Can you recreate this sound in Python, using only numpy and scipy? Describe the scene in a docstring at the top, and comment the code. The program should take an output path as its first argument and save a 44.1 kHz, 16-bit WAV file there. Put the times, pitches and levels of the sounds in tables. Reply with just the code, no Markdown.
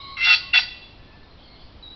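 """In a wood, a cock pheasant crows twice: a drawn-out rasp, then a short bark.
In its syrinx a slower flutter modulates a high whistle, making side tones; when the bird pushes hard
the two lock into a harsh rattle, coloured by the resonances of its throat. The trees scatter the
sound into echoes, and small birds call far off over a low rumble and a faint hiss.
A trail camera with a narrow band hears it all."""
import sys
import numpy as np
from scipy import signal
from scipy.fft import rfft, irfft, next_fast_len
from scipy.io import wavfile
from scipy.ndimage import uniform_filter1d, minimum_filter1d, map_coordinates

SR = 44100
rng = np.random.default_rng(int(sys.argv[2]) if len(sys.argv) > 2 else 0)


def store_wav(level_fs):
    """Save 16-bit WAV to argv[1]."""
    pcm = np.round(np.clip(np.atleast_2d(level_fs), -1, 1) * 32767)
    wavfile.write(sys.argv[1], SR, pcm.T.astype(np.int16))


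N = 85995

# Course of each syllable, in relative levels:
# time_s, whistle_hz, whistle_db, lower_side_db, upper_side_db, low_rasp_db, high_rasp_db
DRAWL_COURSE = [(0.162, 2747, -44, -44, -53.5, -51.5, -44.5),
                (0.174, 2736, -37.5, -33.5, -47.5, -39, -43.5), (0.194, 2644, -36, -39, -48.5, -40.5, -41),
                (0.222, 2707, -25.5, -22, -47, -41, -35), (0.25, 2722, -20, -26.5, -36.5, -35.5, -24.5),
                (0.272, 2763, -19.5, -29, -20.5, -29, -29.5), (0.304, 2711, -13.5, -26, -29, -26.5, -22.5),
                (0.347, 2691, -17.5, -33, -27, -31, -22)]
BARK_COURSE = [(0.527, 2748, -15, -30.5, -34.5, -41.5, -31.5), (0.545, 2742, -18.5, -23.5, -22, -26.5, -23),
               (0.565, 2679, -20, -27.5, -14.5, -24, -23), (0.581, 2724, -9.5, -25.5, -29.5, -32.5, -22),
               (0.592, 2630, -31.5, -35, -29, -23, -23.5)]
def pheasant():
    """Subharmonic locking: the slow drawl rattles on every fourth flutter, the bark on every third."""
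    drawl = syllable(DRAWL_COURSE, flutters_per_pulse=4, attack_s=.01, break_s=.001, depth=.15,
                     breath=.97, low_trim_db=.5, high_trim_db=1, flutter_db=-14)
    bark = syllable(BARK_COURSE, flutters_per_pulse=3, attack_s=.007, break_s=.006, depth=.071,
                    breath=1, low_trim_db=0, high_trim_db=.5, flutter_db=-4.5)
    return drawl + bark


# The slower oscillation of the syrinx: time_s, pitch_hz
FLUTTER_PITCH = [(.17, 609.5), (.235, 620.1), (.27, 721.7), (.34, 725.2), (.53, 722.6), (.55, 740),
                 (.595, 748.4)]
# Throat resonances in three bands: frequency_hz, relative_gain_db
DEEP_FORMANTS = [(300, -61), (600, -24.5), (715, -3.5), (800, 1), (910, 2), (1050, -15), (1300, -33.5)]
LOW_FORMANTS = [(600, -57), (1000, -19), (1130, -15.5), (1280, -2.5), (1450, 4.5), (1700, -7.5), (2100, -1),
                (2400, -16), (3000, -50)]
HIGH_FORMANTS = [(1200, -46), (2000, -11.5), (2520, 6), (2900, 1.5), (3300, -4), (3700, -0.5), (4000, 2),
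                 (4650, -1), (5100, -11), (5500, 0), (6000, -14)]
BREAK_RISE_S, RELEASE_S = .008, .008
WHISTLE_JITTER_HZ, FLUTTER_JITTER_HZ, RATTLE_SLIP_RAD = 7.2, 7, .11
def syllable(course, flutters_per_pulse, attack_s, break_s, depth, breath,
             low_trim_db, high_trim_db, flutter_db):
    """Nonlinear coupling: a whistle starts alone, then breaks into sidebands and a rattle."""
    whistle_hz, whistle_db, lower_db, upper_db, low_db, high_db = curves(course)
    flutter_hz, = curves(FLUTTER_PITCH)
    start, end = course[0][0], course[-1][0] + RELEASE_S
    fast = phase(whistle_hz + WHISTLE_JITTER_HZ * wobble(300))
    slow = phase(flutter_hz + FLUTTER_JITTER_HZ * wobble(250))
    turn = slow / flutters_per_pulse + RATTLE_SLIP_RAD * wobble(60)
    whistle = amp(whistle_db - 1 + wobble(220)) * np.sin(fast)
    # Modulation gives sum and difference tones.
    sides = sum(amp(db - .5 + 3.4 * wobble(220)) * np.sin(fast + offset * slow)
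                for offset, db in [(-1, lower_db), (.99, upper_db)])
    rattle_sides = amp(whistle_db) * np.sin(fast - turn) + amp(lower_db - 6) * np.sin(fast - slow + turn)
    flutter = amp(low_db + flutter_db) * (np.sin(2 * slow) + amp(-17.5) * np.sin(slow))
    # Source and filter: the throat shapes the pulses into a rasp.
    buzz = rattle(turn, breath, jitter_s=.000015, shimmer_db=2.5)
    rasp = amp(low_db + low_trim_db) * unit(coloured(buzz, LOW_FORMANTS))
    rasp += amp(high_db + high_trim_db) * unit(coloured(buzz, HIGH_FORMANTS))
    deep_db = low_db - 10 + .8 * (low_db - low_db.max())  # strong only at full effort
    rasp += amp(deep_db) * unit(coloured(buzz, DEEP_FORMANTS))
    harsh = np.sqrt(2) * (sides + depth * rattle_sides + flutter) + rasp
    harsh *= gate(start + break_s, end + BREAK_RISE_S, BREAK_RISE_S)
    envelope = gate(start, end + attack_s, attack_s) * gate(start, end, RELEASE_S)
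    return (np.sqrt(2) * whistle + harsh) * envelope


def rattle(turn, breath, jitter_s, shimmer_db):
    """Pulse excitation: one uneven pulse per turn of the phase, in a stream of air noise."""
    onsets = np.flatnonzero(np.diff(np.floor(turn / (2 * np.pi))) > 0)
    timing, size = rng.standard_normal((N // 8, 2))[:len(onsets)].T
    onsets = np.clip(np.round(onsets + jitter_s * SR * timing).astype(int), 0, N - 1)
    pulses = np.bincount(onsets, amp(shimmer_db * size), N)
    return unit(dispersed(pulses)) + breath * unit(rng.standard_normal(N))


def dispersed(x, spread_s=.0041, period_hz=1100):
    """Dispersion: a group delay that swings with frequency spreads each sharp pulse in time."""
    hz = np.fft.rfftfreq(N, 1 / SR)
    delay_s = spread_s / 2 * np.sin(2 * np.pi * hz / period_hz)
    return irfft(rfft(x) * np.exp(-2j * np.pi * np.cumsum(delay_s) * hz[1]), N)


# Colour of the near and far echoes: frequency_hz, relative_gain_db
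NEAR_SPECTRUM = [(700, -11.5), (1500, -9.5), (2100, -3), (2700, -7.5), (3100, 0.5), (3450, -0.5),
                 (4350, 3.5), (4700, 14), (5000, 1.5), (5600, 0.5)]
FAR_SPECTRUM = [(700, -15), (1500, -12.5), (2000, -2.5), (2700, -3), (3100, 5.5), (3450, 1), (3900, 7.5),
                (4350, 5), (4700, 12.5), (5600, -1.5)]
# Their time to fall by 60 dB: frequency_hz, decay_s
NEAR_DECAY = [(700, 0.55), (2700, 0.19), (5000, 0.24)]
FAR_DECAY = [(700, 0.74), (2700, 0.98), (3500, 0.91), (5000, 0.78)]
def tree_echoes(crow):
    """Reverberation: near trees answer at once, far ones with a faint tail that builds slowly."""
    near = amp(-3) * coloured(scattered(crow, NEAR_DECAY, build_s=.0047), NEAR_SPECTRUM)
    far = amp(-22.5) * coloured(scattered(crow, FAR_DECAY, build_s=.12), FAR_SPECTRUM)
    return near + far


def scattered(x, decay, build_s):
    """Diffuse scattering from trunks: each frequency decays exponentially at its own rate."""
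    hz, t, spectra = signal.stft(rng.standard_normal(SR), SR, nperseg=256)
    fall = amp(-60 * t / along(decay, hz)[:, None])
    rise = np.clip(t / build_s, 0, 1)
    tail = signal.istft(spectra * fall * rise, SR, nperseg=256)[1]
    return signal.fftconvolve(x, tail / np.linalg.norm(tail))[:N]


# Small birds' notes: start_s, length_s, start_hz, end_hz, relative_level_db, warble_depth_hz, overtone_db
BIRD_NOTES = [(0, 0.16, 1110, 1091, -42, 17, -18), (.41, 0.086, 1097, 1096, -51, 16, -22.5),
              (0, 0.063, 3980, 4003, -40.5, 164, -42), (0.064, 0.19, 4040, 4000, -44.5, 186, -56),
              (0, 0.11, 3276, 3120, -53, 197, -45), (0, 0.15, 2147, 2214, -52, 89, -44),
              (0, 0.15, 4910, 4710, -58.5, 350, -42), (0.99, 0.26, 1745, 1755, -61.5, 17, -15),
              (1.105, 0.049, 2500, 2665, -60, 72, -36), (1.071, .025, 4150, 4170, -61.5, 49, -45),
              (1.164, 0.013, 4200, 4100, -58, 80, -40), (1.165, 0.018, 3190, 2860, -66, 87, -25),
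              (1.229, 0.027, 4270, 3440, -58.5, 120, -50), (1.307, 0.012, 4220, 4050, -53, 61, -24),
              (1.375, 0.051, 3600, 3950, -57.5, 240, -47), (1.381, .08, 3364, 3150, -56.5, 136, -40),
              (1.427, 0.13, 4473, 4200, -57, 170, -40), (1.516, 0.13, 4205, 4520, -57, 185, -40),
              (1.588, 0.078, 4890, 4700, -65, 270, -32), (1.461, 0.12, 2124, 2140, -61.5, 53, -30),
              (1.552, 0.078, 3266, 3210, -57, 180, -40), (1.695, 0.029, 3620, 2940, -62, 130, -33),
              (1.79, 0.012, 3100, 2910, -57, 40, -46), (1.825, 0.061, 3927, 3797, -41, 36, -42),
              (1.887, 0.064, 3830, 3940, -45.5, 56, -37)]
def far_birds():
    """Frequency modulation: thin whistles, each with a weak octave, warble at random as they glide."""
    song, t = np.zeros(N), np.arange(N) / SR
    for start_s, length_s, start_hz, end_hz, level_db, warble_hz, overtone_db in BIRD_NOTES:
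        glide_hz = np.interp(t, [start_s, start_s + length_s], [start_hz, end_hz])
        angle = phase(glide_hz + warble_hz * wobble(260))
        envelope = amp(level_db + .5 * wobble(110)) * gate(start_s, start_s + length_s, edge_s=.0027)
        song += envelope * (np.sin(angle) + amp(overtone_db) * np.sin(2 * angle))
    return np.sqrt(2) * song


# Swell of the rumble: time_s, relative_level_db
RUMBLE_SWELL = [(0.0, -52), (0.048, -48), (0.504, -47.5), (0.764, -50), (1.052, -45), (1.356, -50.5),
                (1.796, -46), (1.932, -48.5), (1.95, -49)]
# Spectra of the rumble and the hiss: frequency_hz, relative_density_db
RUMBLE_SPECTRUM = [(10, 4), (25, -2), (48, 4.5), (109, -2.5), (170, -12), (300, -17), (600, -43)]
HISS_SPECTRUM = [(100, -13.5), (280, -12), (450, -16.5), (900, -18), (1600, -25), (2200, -26), (3300, -26),
                 (4400, -26.5), (5200, -31.5), (6700, -40)]
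def air():
    """Broadband ambient noise: a low rumble swells slowly under a faint steady hiss."""
    swell_db, = curves(RUMBLE_SWELL)
    rumble = amp(swell_db - 1) * unit(coloured(rng.standard_normal(N), RUMBLE_SPECTRUM))
    hiss = amp(-52.5) * unit(coloured(rng.standard_normal(N), HISS_SPECTRUM))
    return rumble + hiss


def amp(db):
    """Decibels to amplitude ratio."""
    return 10 ** (np.asarray(db) / 20)


def unit(x):
    """Normalisation to rms 1."""
    return x / np.sqrt(np.mean(x ** 2) + 1e-20)


def along(points, hz):
    """Interpolation of (frequency_hz, value) points on a logarithmic axis."""
    knots_hz, values = np.transpose(points)
    return np.interp(np.log(hz + 1), np.log(knots_hz + 1), values)


def curves(rows):
    """Linear interpolation, sample by sample, of each column after time_s."""
    time_s, *columns = np.transpose(rows)
    return [np.interp(np.arange(N) / SR, time_s, column) for column in columns]


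def wobble(rate):
    """Random modulation: a smooth curve with rate knots a second."""
    return map_coordinates(rng.standard_normal(N // 8), [np.arange(N) * rate / SR + 2], mode="wrap")


def phase(hz):
    """Phase as the integral of frequency."""
    return 2 * np.pi * np.cumsum(hz) / SR


def gate(start_s, end_s, edge_s):
    """Trapezoidal envelope, its slopes inside the two times."""
    t = np.arange(N) / SR
    return np.clip(np.minimum(t - start_s, end_s - t) / edge_s, 0, 1)


def coloured(x, points, band_hz=6450):
    """Minimum-phase filtering by (frequency_hz, gain_db) points, cut off at band_hz."""
    size = 2 * next_fast_len(N)
    hz = np.fft.rfftfreq(size, 1 / SR)
    cepstrum = irfft(np.log(amp(along(points, hz))))
    causal_fold = 1 + np.sign(size // 2 - np.arange(size)) * (np.arange(size) > 0)
    response = np.exp(rfft(cepstrum * causal_fold)) * (hz < band_hz)
    return irfft(rfft(x, size) * response)[:N]


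def scene():
    """Superposition: the near pheasant, its echoes, far birds that are half echo, and the air."""
    crow, birds = pheasant(), far_birds()
    echoes = tree_echoes(crow)
    bird_echoes = scattered(birds, decay=[(1000, .3), (4000, .6)], build_s=.005)
    return (crow + echoes + amp(-3.5) * birds + amp(-4) * bird_echoes + air())[None]


# Response of the camera's microphone: frequency_hz, gain_db
MIC_RESPONSE = [(10, -0.5), (5200, 1.5), (5650, -5), (5900, -12), (6150, -17), (6450, -43)]
LIMIT_LEVEL, LIMIT_HOLD_S, CLIP_LEVEL, LOWPASS_HZ = .725, .03, .7, 15300
def record(dry):
    """Band and peak limiting: the treble ends near 6 kHz; a limiter holds peaks, which just clip."""
    heard = coloured(dry[0], MIC_RESPONSE)
    hold = round(LIMIT_HOLD_S * SR)
    needed_gain = LIMIT_LEVEL / np.maximum(np.abs(heard), LIMIT_LEVEL)
    gain = uniform_filter1d(minimum_filter1d(needed_gain, hold), hold // 2)
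    clipped = np.clip(heard * gain, -CLIP_LEVEL, CLIP_LEVEL)
    return signal.sosfilt(signal.butter(14, LOWPASS_HZ, fs=SR, output="sos"), clipped)[None]


dry = scene()
out = record(dry)
store_wav(out)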